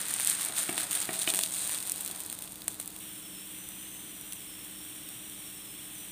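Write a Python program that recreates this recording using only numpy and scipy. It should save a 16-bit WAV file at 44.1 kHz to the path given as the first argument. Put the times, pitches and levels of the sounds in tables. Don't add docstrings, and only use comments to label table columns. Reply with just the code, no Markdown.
import sys
import numpy as np
from scipy import signal
from scipy.fft import rfft, irfft, next_fast_len
from scipy.io import wavfile
from scipy.ndimage import uniform_filter1d

SR = 44100
rng = np.random.default_rng(int(sys.argv[2]) if len(sys.argv) > 2 else 0)


def invert_db(x):
    u = np.asarray(x, float) / 20
    return 10 ** u


def store_pcm(level_fs):
    pcm = np.round(np.clip(level_fs, -1, 1) * 32767).astype(np.int16)
    wavfile.write(sys.argv[1], SR, np.atleast_2d(pcm).T)


N = 269847
TIME = np.arange(N) / SR

# (centre [Hz], width [Hz], level [dB])
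BODY = [(2710, 550, 4.5), (3580, 1500, 15.5)]
# (centre [Hz], width [Hz], level [dB])
SPLASH = [(6000, 8800, 0.5)]
# (centre [Hz], width [Hz], level [dB])
RING = [(8740, 1380, 3.5), (7560, 2100, -8.5), (8850, 550, -30)]
# (centre [Hz], width [Hz], level [dB])
TOP = [(12100, 2560, -7), (14400, 2500, -4.5)]
# (centre [Hz], width [Hz], level [dB])
RUSH = [(764, 890, -1.5), (1710, 1250, -7)]


def level(x, db):
    return x * invert_db(db) / np.sqrt(np.mean(x ** 2))


def soft_gate(is_on):
    return uniform_filter1d(1. * is_on, size=128)


def curves(table):
    s, *columns = np.transpose(table)
    gate = soft_gate((TIME >= s[0]) & (TIME <= s[-1]))
    return [np.interp(TIME, s, c) for c in columns], gate


def resonate(x, modes):
    out = 0
    for hz, width_hz, db in modes:
        b, a = signal.iirpeak(min(hz, 20000), hz / width_hz / 1.34, fs=SR)
        once = signal.lfilter(b, a, x)
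        out = out + invert_db(db) * signal.lfilter(b, a, once)
    return out


def ring(x, modes):
    out = 0
    for hz, db, t60_s in modes:
        pole = np.exp(2j * np.pi * hz / SR - np.log(1000) / (t60_s * SR))
        out = out + invert_db(db) * signal.lfilter([1], [1, -pole], x).imag
    return out


def coloured(points):
    n = next_fast_len(N)
    hz, db = np.transpose(points)
    bin_hz = np.arange(n // 2 + 1) * SR / n
    gain = invert_db(np.interp(np.log(bin_hz + 1), np.log(hz), db))
    return level(irfft(rfft(rng.standard_normal(n)) * gain, n)[:N], 0)


def walk(rate):
    k = int(SR / rate)
    held = np.repeat(rng.standard_normal(N // k + 1), k)
    return 1.306 * uniform_filter1d(uniform_filter1d(held, k), k)[:N]


def bubbles(rate, spread_db, most_db):
    chance = rng.random((2, N))
    size_db = np.minimum(-spread_db * np.log(1 - chance[1]), most_db)
    return (chance[0] < rate / SR) * invert_db(2 * size_db)


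def puffs(power, length_ms, bed):
    tail = signal.lfilter([1], [1, -np.exp(-1000 / (length_ms * SR))], power)
    share = np.clip(bed, 0, 1)
    return np.sqrt(share + (1 - share) * tail / uniform_filter1d(tail, size=8000).clip(1e-9))


def kitchen():
    # (pitch [Hz], rms level [dB])
    motor = [(48.6, -72), (118.5, -73.5), (178, -66), (195.5, -62.5), (294.3, -63.5), (314, -60.5),
             (427, -73.5)]
    # (frequency [Hz], density [dB per Hz])
    rumble = [(25, -36), (40, -9), (50, -16), (70, -4.5), (120, 0), (180, -0.5), (240, -2), (330, -1.5),
              (450, -9), (1000, -11.5), (3000, -14), (5000, -17.5), (9000, -11.5), (16000, -34)]
    tones = 0
    for hz, db in motor:
        phase = 2 * np.pi * np.cumsum(hz * (1 + .0025 * walk(rate=9.))) / SR
        tones = tones + np.sqrt(2) * np.sin(phase) * invert_db(db + 1.1 * walk(rate=4.))
    return tones + coloured(rumble) * invert_db(-53.5)


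def vent():
    # (time [s], pitch [Hz], level [dB])
    breaths = [
        [(3.01, 5750, -62), (3.07, 5700, -63), (3.115, 5250, -59), (3.27, 5330, -58), (3.33, 5470, -63),
         (3.37, 5270, -58), (3.44, 5510, -60), (3.52, 5680, -71)],
        [(3.52, 5750, -72), (3.59, 6040, -58), (3.71, 6000, -61), (3.75, 5950, -60), (3.96, 6350, -58),
         (4.07, 6000, -61), (4.21, 5750, -61), (4.36, 6150, -57), (4.44, 5150, -66)],
        [(4.47, 5350, -59), (4.55, 5300, -59), (4.73, 5620, -65), (4.78, 5430, -56), (4.86, 5630, -62),
         (5.1, 5510, -60.5), (5.21, 5820, -61), (5.31, 5790, -60), (5.36, 5290, -62)],
        [(5.365, 5550, -59), (5.5, 5580, -59), (5.66, 5270, -61), (5.75, 5400, -61), (5.9, 5550, -62),
         (5.95, 5770, -56), (6.04, 5960, -57), (6.07, 5500, -63), (6.12, 5800, -61)],
    ]
    # (time of reopening [s], time shut [s], pitch overshoot [Hz])
    clogs = [
        (3.14, .025, 350),
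        (3.22, 0.031, 452),
        (3.285, .004, 250),
        (4.47, .02, 251),
        (4.57, 0.0046, 249),
        (5.365, .006, 904),
        (5.95, 0.044, 647),
        (6.085, .015, 450),
    ]
    # (time [s], wetness [0-1])
    wetness = [
        (3.0, .3),
        (4.0, .1),
        (4.15, 1),
        (4.5, 0.5),
        (5.9, 0.9),
        (5.96, 0.03),
    ]
    settle_s, glide_loss_db_per_khz = .018, -3
    sway, jitter = .015 * walk(rate=90.), .004 * walk(rate=500.)
    choke, turbulence = walk(rate=80.), walk(rate=300.)
    (hz, db), gate = curves([row for breath in breaths for row in breath])
    for s, shut_s, over_hz in clogs:
        over = over_hz * np.exp(-np.abs(TIME - s) / settle_s) * (TIME >= s)
        hz = hz + over
        db = db + glide_loss_db_per_khz * over / 1000
        gate = gate * (1 - soft_gate((TIME >= s - shut_s) & (TIME < s)))
    flutter = np.clip(np.interp(TIME, *np.transpose(wetness)), 0, 1)
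    choke_db = (1.1 + .7 * flutter) * choke
    breathy = 1 + .45 * flutter * (turbulence - .5)
    phase = 2 * np.pi * np.cumsum(hz * (1 + flutter * sway + jitter)) / SR
    return np.sqrt(2) * np.sin(phase) * breathy * invert_db(db + choke_db) * gate


def steam():
    # (time [s], level [dB])
    hiss = [
        (3.0, -43),
        (3.25, -44),
        (6.12, -44),
    ]
    # (frequency [Hz], density [dB per Hz])
    hiss_colour = [(500, -20.5), (1130, -15.5), (2200, -8.5), (3420, -1.5), (4200, -11.5), (4880, -33),
                   (5600, -12.5), (6700, -17), (7600, -6), (8900, 3), (10000, -4), (11400, -10.5),
                   (13000, -5.5), (14800, -1.5), (16000, -10.5)]
    (db,), gate = curves(hiss)
    fizz = bubbles(rate=600., spread_db=3.0, most_db=9.)
    grain = puffs(fizz, length_ms=0.89, bed=0.77)
    return coloured(hiss_colour) * grain * invert_db(db - 0.24 + 0.51 * walk(rate=12.)) * gate


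def spatula():
    # (time [s], peak [dB], blade click re plate [dB], blade pitch factor by grip [1])
    knocks = [
        (0.4977, -36.5, -0.5, 0.91),
        (0.6923, -25.5, 0, 0.91),
        (1.0911, -26, -1.5, 0.77),
        (1.2763, -28.5, 9.5, 1.0),
        (1.295, -42, 13, 1.2),
        (2.099, -39, -6, 1.2),
    ]
    # (pitch [Hz], level [dB], t60 [s])
    plate_modes = [(187.7, -11, 0.52), (333, -24, 0.3), (390, -14, 0.13), (654, -12, 0.75), (662, -12, 0.2),
                   (724, 4, 0.032), (350, 9.5, 0.017), (1246, -4.5, 0.056)]
    # (pitch [Hz], level [dB], t60 [s])
    blade_modes = [(2000, -8, 0.019), (2370, -3, 0.02), (2500, 2, 0.03), (2980, 6, 0.016),
                   (3560, -1, 0.016)]
    push, blade = np.zeros(N), np.zeros(N)
    age_s = np.arange(8000) / SR
    chatter = invert_db(-33.5) * np.exp(-age_s / 0.024) * rng.standard_normal(len(age_s))
    tick = chatter - (age_s == 0)
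    for s, db, blade_db, grip in knocks:
        at = int(s * SR)
        push[at] = -invert_db(db)
        gripped = [(grip * hz, mode_db, t60_s) for hz, mode_db, t60_s in blade_modes]
        blade[at:at + len(age_s)] += invert_db(db + blade_db) * ring(tick, gripped)
    shudder = signal.lfilter([1], [1, -np.exp(-1 / (.09 * SR))], push) * rng.standard_normal(N)
    knock = invert_db(-9.5) * ring(push + invert_db(-35.5) * shudder, plate_modes) + invert_db(-7.0) * blade
    knock = knock + invert_db(2.5) * resonate(push, [(1670, 3600, 0)])
    return signal.sosfilt(signal.butter(2, 170., "high", fs=SR, output="sos"), knock)


def pops():
    # (time [s], ring
    # over 3 ms [dB], body re ring [dB], length [ms])
    spits = [(0.015, -28, -25, 0.075), (0.085, -29, -16, .05), (0.1393, -22, -25, .053),
             (0.2068, -27, -8, .06), (0.248, -21.5, -22, .08), (0.2732, -18, -23, 0.17),
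             (0.2987, -17.5, -32, 0.27), (0.4496, -24.5, -25, .11), (0.568, -31, -7, .055),
             (0.581, -29, -13, .055), (0.6, -31, -9, 0.15), (0.616, -39, -7, .11), (0.731, -35, -12, .05),
             (0.8075, -35, 1, 0.55), (0.814, -37, -17, .18), (0.9109, -26, -11, .05),
             (0.9237, -45, -8, .05), (0.9395, -33, -11, .06), (0.952, -25, -17, 0.11),
             (1.018, -29, -7.5, .05), (1.0558, -33, -21, .08), (1.1317, -32, -12, .11),
             (1.141, -37.5, 1, .06), (1.2168, -27, -6.5, 0.2), (1.3028, -26, -1.5, 0.16),
             (1.3735, -29, -10, .06), (1.412, -29, -3, 0.077), (1.4358, -23, -1, 0.11),
             (1.461, -31, -3, 0.072),
             (1.6755, -27, -22, 0.18), (1.7141, -30, -8, .05), (1.7465, -29.5, -8, 0.29),
                (1.787, -35, -1, 0.11), (1.8035, -34.5, -7, .3), (1.8274, -32, -10, .3),
                (1.8741, -31, -14, 0.12), (1.8968, -24.5, -15, .1), (1.919, -22.5, -18, 0.52),
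                (1.9603, -33, -16, .12), (2.011, -32.5, -20, .06), (2.049, -30, -24, .05),
                (2.062, -30.5, -11, 0.13), (2.0772, -32, -8, 0.41), (2.1126, -31, -7, 0.091),
                (2.1956, -38, -16, .16), (2.2041, -32, -12, 0.076), (2.2356, -39, -23, .12),
                (2.2624, -36, -19, .057), (2.2994, -31.5, -7, 0.48), (2.3895, -36.5, -8, 0.074),
                (2.4228, -33, -8.5, 0.084), (2.4762, -51, 9, .05), (2.5576, -43, -1.5, 0.059),
                (2.6198, -45, 5, 0.16), (2.744, -42, -5, 0.092), (2.8121, -42, -20, 0.67),
                (2.859, -38, -19, 0.2), (2.877, -32, -16, 0.27), (2.9637, -39, -7, .05),
             (2.317, -44, -2, .12), (2.4415, -44, -8, .06), (2.5213, -39, -12, .3), (2.905, -49, -4, .06),
             (2.9893, -46, -14, .3), (3.6888, -37, -18, 0.24), (4.212, -41, -12, .09),
             (4.324, -34.5, -7, 0.25), (4.3328, -34.5, -10, 0.29), (4.6484, -43, -20, .17),
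             (5.0896, -40.5, -4, .13), (5.2985, -46, -8, .06)]
    # (time [s], ring over 3 ms [dB], body re ring [dB], length [ms])
    snaps = [(0.1988, -24.5, -11, .2), (0.7796, -25.5, -4, .06), (0.9171, -29, -16, 0.2),
             (1.3384, -25, -7, .05), (1.3474, -23, -15, .05), (1.358, -28, -15, 0.12),
             (1.3909, -21, -11, 0.055), (1.6946, -28, -12, .05), (2.008, -30, -17, 0.14),
             (2.3275, -30, -18, 0.16), (2.681, -20, -19.5, 0.029), (2.7995, -28, -15.5, 1)]
    snap_thud_db, pop_thud_db = -4.5, -26.5
    out = np.zeros(N + 512)
    age_ms = np.arange(512) / SR * 1000
    bursts = [(*row, snap_thud_db) for row in snaps]
    bursts += [(*row, pop_thud_db) for row in spits]
    for s, db, body_db, ms, thud_db in bursts:
        top_db = -9 - 0.53 * (db + 21)
        thud_db = thud_db + 0.51 * body_db
        ms = np.clip(ms, .03, 3)
        rush = 2 * ms * rng.standard_normal(512) * np.exp(-age_ms / (1.6 * ms)) * (age_ms > 0)
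        shape = rush - (age_ms == 0)
        bands = [resonate(shape, modes) for modes in (RING, [*BODY, *SPLASH], TOP, RUSH)]
        gains = invert_db(db + np.array([0, body_db, top_db, thud_db])) * np.sqrt(.003 * SR)
        gains = gains * [1, -1, -1, 1]
        at = int(s * SR)
        out[at:at + 512] += sum(g * band / np.sqrt(np.sum(band ** 2)) for g, band in zip(gains, bands))
    lag_s = np.arange(1200) / SR
    echo = rng.standard_normal(1200) * np.exp(-lag_s / 0.006) * (lag_s > .0006)
    return invert_db(-2.9) * (out + invert_db(-31.5) * signal.fftconvolve(out, echo)[:len(out)])[:N]


def frying():
    # (time [s], level [dB], extra weight of large drops [dB])
    fry = [
        (0, -37, 5.5),
        (.5, -39.5, 4),
        (1.1, -40.5, 4),
        (1.5, -43, -5.5),
        (1.72, -39.5, 2.5),
        (1.9, -40.5, -4),
        (2.15, -44, -2.5),
        (2.6, -50.5, -20),
        (3.0, -55, -17),
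    ]
    # (time [s], hold [s], rise [dB])
    surges = [(.06, 0.045, 4), (.18, .23, 5), (.26, 0.013, 4.5), (0.544, 0.05, 8), (.755, 0.0016, 9.5),
              (0.892, 0.089, 6.5), (1.12, 0.076, 5), (1.19, 0, 4.5), (1.26, 0, 12.5), (1.33, 0.091, 8.5),
              (1.505, 0.055, 7.5), (1.6, .07, 5.5), (1.73, 0, 3.5), (2.0, 0.065, 1), (2.18, 0, 2),
              (2.31, 0, 1), (2.67, 0.021, 5.5), (2.785, 0, 10), (2.86, 0.023, 3), (2.93, 0, 5)]
    rise_s, fall_s = .03, 0.064
    (ring_db, big_db), gate = curves(fry)
    for s, hold_s, rise_db in surges:
        top_s = s + rise_s
        end_s = top_s + abs(hold_s)
        ring_db = ring_db + np.interp(TIME, [s, top_s, end_s, end_s + fall_s], [0, rise_db, rise_db, 0])
    boil_db = ring_db + 40
    body_db = -8.5 - 0.2 * boil_db + 0.1 * big_db
    top_db = -6 - 0.4 * boil_db
    rush_db = -14 - 0.96 * boil_db + 0.34 * big_db
    froth_db = -13.5 - 0.53 * boil_db + big_db
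    splash_db = -22.9 + .8 * boil_db + .6 * big_db
    shared = bubbles(rate=900., spread_db=4.0, most_db=11.)
    spurt_db = .8 * walk(rate=45.)
    # (resonances, level [dB], bed share [0-1], own spread [dB])
    bands = ((RING, -0.3, .3, 2.5), (BODY, body_db, .45, 3.0), (TOP, top_db, .35, 2.5),
             (SPLASH, splash_db, .35, 3.0), (RUSH[:1], rush_db, .7, 2.5), (RUSH[1:], froth_db, .6, 2.5))
    out = 0
    for modes, db, bed, own_db in bands:
        power = shared * invert_db(2 * np.clip(own_db * rng.standard_normal(N), -9, 5))
        burst = puffs(power, length_ms=.35, bed=bed) * rng.standard_normal(N)
        out = out + level(resonate(burst, modes), 0) * invert_db(db + 0.16 * walk(rate=15.3))
    return out * invert_db(ring_db + spurt_db) * gate


def scene():
    mono = kitchen() + vent() + steam() + spatula() + pops() + frying()
    return np.array([mono, mono])


def low_pass(x):
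    return signal.sosfilt(signal.butter(12, 16810, fs=SR, output="sos"), x)


def record(dry):
    cut = signal.sosfiltfilt(signal.ellip(8, .1, 30, 15460, fs=SR, output="sos"), dry)
    return low_pass(cut)


dry = scene()
out = record(dry)
store_pcm(out)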